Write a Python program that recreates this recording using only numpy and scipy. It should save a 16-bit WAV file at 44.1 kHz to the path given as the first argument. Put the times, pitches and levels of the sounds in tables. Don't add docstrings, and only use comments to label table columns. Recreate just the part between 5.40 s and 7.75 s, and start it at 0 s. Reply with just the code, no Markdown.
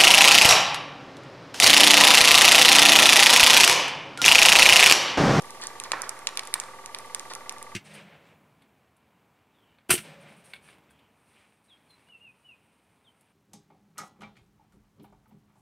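import sys
import numpy as np
from scipy import signal
from scipy.fft import rfft, irfft
from scipy.io import wavfile
from scipy.ndimage import uniform_filter1d

SR = 44100
rng = np.random.default_rng(int(sys.argv[2]) if len(sys.argv) > 2 else 0)


def attenuation_scalar(level_db):
    decades = np.asarray(level_db, float) / 20
    return 10 ** decades


def to_wav(sig):
    pcm = np.clip(np.atleast_2d(sig), -1, 1) * 32767
    pcm = np.round(pcm).astype(np.int16)
    wavfile.write(sys.argv[1], SR, pcm.T)


N = 103635
SIDE = np.array([[0.5], [-0.5]])

# pitch_hz, level_db, t60_s (time to fall 60 dB), left_over_right_db
STYLUS = [(8150, -7.5, 0.0045, 3.5), (9200, -4, 0.0026, -12), (9910, -14.5, 0.0073, -12),
          (13700, -20.5, 0.0063, -2), (14700, -35, .003, -11)]
# pitch_hz, level_db, t60_s, left_over_right_db
ARM = [(750, -11.5, 0.013, -1.3), (1310, -7, 0.036, -1), (1750, -7, 0.036, 0.79)]


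def colour(x, points):
    p = np.array(points)
    hz = np.fft.rfftfreq(x.shape[-1], 1 / SR) + 1
    gain_db = np.interp(np.log(hz), np.log(p[:, 0]), p[:, 1])
    return irfft(rfft(x) * attenuation_scalar(gain_db), x.shape[-1])


def unit(x):
    return x / np.sqrt(np.mean(x ** 2))


def pair(size, like):
    noise = rng.standard_normal((3, size))
    like = np.clip(like, 0, 1)
    return np.sqrt(like) * noise[0] + np.sqrt(1 - like) * noise[1:]


def walk(rate_hz):
    k = int(SR / rate_hz)
    steps = np.repeat(rng.standard_normal(N // k + 1), k)
    return 1.08 * uniform_filter1d(uniform_filter1d(steps, k), k)[:N]


def add(out, s, x):
    i = int(s * SR)
    out[..., i:i + x.shape[-1]] += x[..., :max(N - i, 0)]


LEAD_IN_S = 0.002


def ring(modes, chance):
    click_lag_s, burst_s, burst_cycles = 9.5e-5, 0.00011, 0.42
    ring_db, longest_ring_s = -7, 0.011
    scatter_db, detune, phase_spread = 1.5, 0.02, 0.6
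    rattle_db, rattle_t60_s, rattle_rise_s = -11.5, 0.017, 0.00041
    u = np.arange(2048) / SR
    t = u - LEAD_IN_S + click_lag_s * SIDE
    out = 0
    for (hz, db, t60, pan_db), (a, b) in zip(modes, chance[:2 * len(modes)].reshape(-1, 2)):
        burst = np.exp(-(t / (burst_s + burst_cycles / hz)) ** 2)
        fade = 1000 ** (-abs(t) / min(t60, longest_ring_s))
        shape = burst + (t > 0) * (1 - burst) * attenuation_scalar(ring_db) * fade
        phase = 2 * chance[20] + phase_spread * b
        tone = np.cos(2 * np.pi * hz * (1 + detune * a) * t + phase)
        out = out + attenuation_scalar(db + scatter_db * b + pan_db * SIDE) * shape * tone
    rattle = chance[-2048:] * 1000 ** (-u / rattle_t60_s) * (1 - np.exp(-(u / rattle_rise_s) ** 2))
    rattle = rattle * attenuation_scalar(rattle_db) / 5
    return out + signal.fftconvolve(out, rattle[None])[:, :2048]


def speck_ticks():
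    # start_s, tip_db, bar_db, cartridge_db, pop_db (arm and loudspeakers)
    specks = [(0.0219, -38, -41.0, -60, -48.5), (0.0573, -49.5, -46.5, -68, -72),
              (0.1065, -34.5, -38.5, -53, -62), (0.1503, -44, -48, -63, -54),
              (0.2147, -41, -38, -55, -40.5), (0.238, -33, -35, -43.5, -48.5), (0.2703, -26, -26, -40, -63),
              (0.4003, -26.5, -32.5, -30.5, -43.5), (0.4383, -31, -28, -43, -40),
              (0.519, -21, -20, -19, -23), (0.6194, -21.5, -24, -52, -35), (0.6932, -19, -23.5, -30, -45),
              (0.7915, -37, -42.5, -49, -52), (0.8716, -24, -19, -17.5, -38), (0.89, -35, -36, -31.5, -50),
              (0.9561, -44.5, -42, -52, -44), (0.9672, -52, -53.5, -57.5, -47),
              (0.9734, -21.5, -24, -21, -37), (0.994, -24.5, -29.5, -24, -55),
              (1.035, -39, -44, -39, -54.0), (1.053, -38, -42, -48, -65), (1.0734, -32.5, -40, -40, -50),
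              (1.1405, -9, -21, -14.5, -32.5), (1.2002, -24, -26.5, -32.5, -38),
              (1.2377, -39, -44, -41, -60), (1.323, -73, -61, -72, -72), (1.4603, -29.5, -36, -37.0, -47.5),
              (1.5476, -33, -39, -26.5, -41.0), (1.5872, -29.5, -38, -40, -62),
              (1.66, -42, -48, -60.0, -59.0), (1.7477, -17, -28, -29.5, -41.5),
              (1.7962, -30.5, -32.5, -36, -51), (1.9366, -29, -33.5, -34.5, -62),
              (1.9518, -30, -35, -37, -55), (2.0947, -25, -23.5, -28, -42), (2.1243, -34, -43.0, -45, -48),
              (2.1837, -42.5, -44.0, -44, -61), (2.2277, -29.5, -43, -43, -54.5)]
    # pitch_hz, level_db, t60_s, left_over_right_db
    bar = [(5720, -3, 0.0055, -2.5), (7030, -1.5, 0.0017, -8.5)]
    # pitch_hz, level_db, t60_s, left_over_right_db
    cartridge = [(2374, -5, 0.014, 4.5), (3620, -17, 0.021, 18.5), (4090, -1.5, 0.0028, -8.5),
                 (5000, -6.5, 0.0062, -1)]
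    near, feed = np.zeros((2, N)), np.zeros(N)
    for (s, tip_db, bar_db, body_db, pop_db), c in zip(specks, rng.standard_normal((len(specks), 4, 2080))):
        tick = attenuation_scalar(tip_db + 4.5) * ring(STYLUS, c[0])
        tick = tick + attenuation_scalar(body_db + 5) * ring(cartridge, c[1])
        tick = tick + attenuation_scalar(pop_db + 7) * ring(ARM, c[2])
        tick = tick + attenuation_scalar(bar_db + 6.5) * ring(bar, c[3])
        add(near, s - LEAD_IN_S, tick)
        add(feed, s, attenuation_scalar(pop_db + 6) * np.ones(1))
    return near, feed


def scrapes():
    # start_s, level_db, length_s, pop_db
    scrape_times = [
        (0.2185, -35.5, 0.033, 5),
        (0.4436, -39, 0.012, 5.5),
        (0.639, -39, 0.015, 2),
        (1.8985, -39.5, 0.024, 7),
    ]
    # pitch_hz, level_db
    scrape_tone = [(300, -38), (1200, -30), (2000, -6.5), (4500, 8), (7000, -4), (9500, -6), (13000, -42)]
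    rub, feed = np.zeros((2, N)), np.zeros(N)
    for s, db, length_s, pop_db in scrape_times:
        rough = rng.standard_normal(4096)
        grit = attenuation_scalar(db) * unit(rough * abs(rough)) * np.exp(-np.arange(4096) / SR / length_s)
        add(feed, s, attenuation_scalar(pop_db) * grit[:220] / np.sqrt(220))
        add(rub, s, np.array([grit, np.roll(grit, 4)]))
    return colour(rub, scrape_tone) * attenuation_scalar(2.5), feed


def arm_thumps():
    # start_s, level_db
    thumps = [
        (1.902, -40),
        (1.9125, -27),
        (1.9165, -37),
    ]
    near = np.zeros((2, N))
    for s, db in thumps:
        add(near, s - LEAD_IN_S, attenuation_scalar(db) * ring(ARM, rng.standard_normal(2080)))
    return near


def fine_dust():
    per_s, floor_db, spread_db, most_db = 30, -58, 3.5, 17
    chance = rng.random((2, N))
    extra_db = np.minimum(-spread_db * np.log(chance[1] + 1e-9), most_db)
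    dust = (chance[0] < per_s / SR) * attenuation_scalar(floor_db + extra_db)
    return signal.fftconvolve(dust[None], ring(STYLUS, rng.standard_normal(2080)))[:, :N]


def room(late_s, first_db, t60_s):
    t = np.arange(SR) / SR - late_s
    first = attenuation_scalar(first_db) * np.exp(-(t / 0.011) ** 4)
    return pair(SR, 0.98) * (t > 0) * (1000 ** (-t / t60_s) + first)


def loudspeakers(feed):
    # pitch_hz, level_db
    speaker_tone = [(100, -28), (300, -10), (700, -4), (1300, 0.5), (2400, -9), (2800, -18.5),
                    (6000, -25.5), (12000, -72)]
    echo = colour(room(0.0135, 5.5, 0.84), speaker_tone) * attenuation_scalar(-3.5 - 4.0 * SIDE)
    return signal.fftconvolve(feed[None], echo)[:, :N]


def wall_echo(near):
    walls = room(0.0042, 0.45, 0.77) * attenuation_scalar(-30) / 10
    return signal.fftconvolve(near[:1], walls)[:, :N]


def groove():
    ticks, tick_feed = speck_ticks()
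    rubs, rub_feed = scrapes()
    near = ticks + rubs + arm_thumps() + fine_dust()
    return near + loudspeakers(tick_feed + rub_feed) + wall_echo(near)


def motor():
    # share_of_turn (0 to 1), level_db, treble_db
    knocks = [
        (0., 6, 4.5),
        (0.451, 2, -2),
        (0.722, -28.5, -25),
    ]
    # pitch_hz, level_db, t60_s
    housing = [(387, -15, 0.12), (484, -19.5, 0.19), (522, -19.5, 0.25), (734, -20.5, 0.27),
               (812, -18, 0.21), (890, -11.5, 0.46), (909, -6, 0.22), (948, -11, 0.56), (1170, 5.5, 0.078),
               (1360, -27, 0.046), (1708, -10.5, 0.039), (1868, -11.5, 0.045), (2060, -6.5, 0.042),
               (2305, -11, 0.026)]
    turn_hz, first_knock_s, scatter_db = 19.345, 0.0425, 0.5
    t, out = np.arange(8192) / SR, np.zeros(N)
    turns = first_knock_s + np.arange(-2, 46) / turn_hz
    tap = 1 - np.exp(-(t / 0.001) ** 2)
    swell = (1 - np.exp(-(t / 0.0045) ** 2)) * (np.exp(-(t / 0.016) ** 4) + attenuation_scalar(-13))
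    start = rng.random(len(housing))
    for share, db, treble_db in knocks:
        train = np.zeros(N + 2 * SR)
        at = ((turns + share / turn_hz + 1) * SR).astype(int)
        train[at] = attenuation_scalar(db + scatter_db * rng.standard_normal(len(turns)))
        body = np.zeros(len(t))
        for (hz, mode_db, t60), p in zip(housing, start):
            push = swell if hz > 850 else tap
            if hz > 1500:
                push = attenuation_scalar(treble_db) * tap
            cycles = round(hz / turn_hz) * (turn_hz * t + share) + p
            body += push * attenuation_scalar(mode_db) * np.sin(2 * np.pi * cycles) * 1000 ** (-t / t60)
        out += signal.fftconvolve(train, body)[SR:SR + N]
    both = np.array([out, np.roll(out, 3)])
    return unit(both) * attenuation_scalar(-46.5 - 0.5 * SIDE)


def room_air():
    # pitch_hz, level_db
    air_tone = [(20, -13), (170, -11), (500, 1), (1000, -5.5), (1400, -8.5), (3000, -11), (10000, -16.5),
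                (16500, -27)]
    # pitch_hz, level_db
    air_apart = [(20, -2), (150, -1), (500, -10), (1500, -6), (4000, -2), (12000, -4)]
    mid, apart = rng.standard_normal((2, N))
    noise = mid + 2 * SIDE * colour(apart, air_apart)
    return unit(colour(noise, air_tone)) * attenuation_scalar(-49 + 1.0 * walk(2.54))


def groove_hiss():
    hz = np.fft.rfftfreq(N, 1 / SR)
    peak = np.exp(-((hz - 9000) / 2500) ** 2)
    hiss = irfft(rfft(pair(N, 0.33)) * peak, N)
    return unit(hiss) * attenuation_scalar(-86 + 2.0 * walk(17) - 1.0 * SIDE)


def mains_hum():
    # pitch_hz, level_db
    hum_tones = [(117.1, -67.5), (237.4, -68), (187, -76)]
    t, hum = np.arange(N) / SR, np.zeros(N)
    for hz, db in hum_tones:
        hum += attenuation_scalar(db + 3 + 1.43 * walk(5.2)) * np.sin(2 * np.pi * hz * t + 0.63 * walk(3.49))
    return hum


def background():
    port_lag_s, top_hz, edge_hz = 0.0001, 14300, 200
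    hz = np.fft.rfftfreq(N, 1 / SR)
    lag = np.exp(2j * np.pi * hz * port_lag_s * SIDE)
    top = 1 + np.exp((hz - top_hz) / edge_hz)
    both = irfft(rfft(room_air() + groove_hiss()) * lag / top, N)
    return (both + mains_hum()) * attenuation_scalar(-1.5 * SIDE)


def scene():
    return groove() + motor() + background()


def roll_off(x):
    return signal.sosfilt(signal.butter(12, 16980, fs=SR, output="sos"), x)


def record(dry):
    x = signal.lfilter(*signal.iirnotch(7900, 30, SR), dry)
    ceiling = 0.93
    x = x / (1 + (x / ceiling) ** 6) ** (1 / 6) + 0.0028
    x = signal.sosfilt(signal.ellip(8, 0.2, 60, 16800, fs=SR, output="sos"), x)
    return roll_off(x)


dry = scene()
out = record(dry)
to_wav(out)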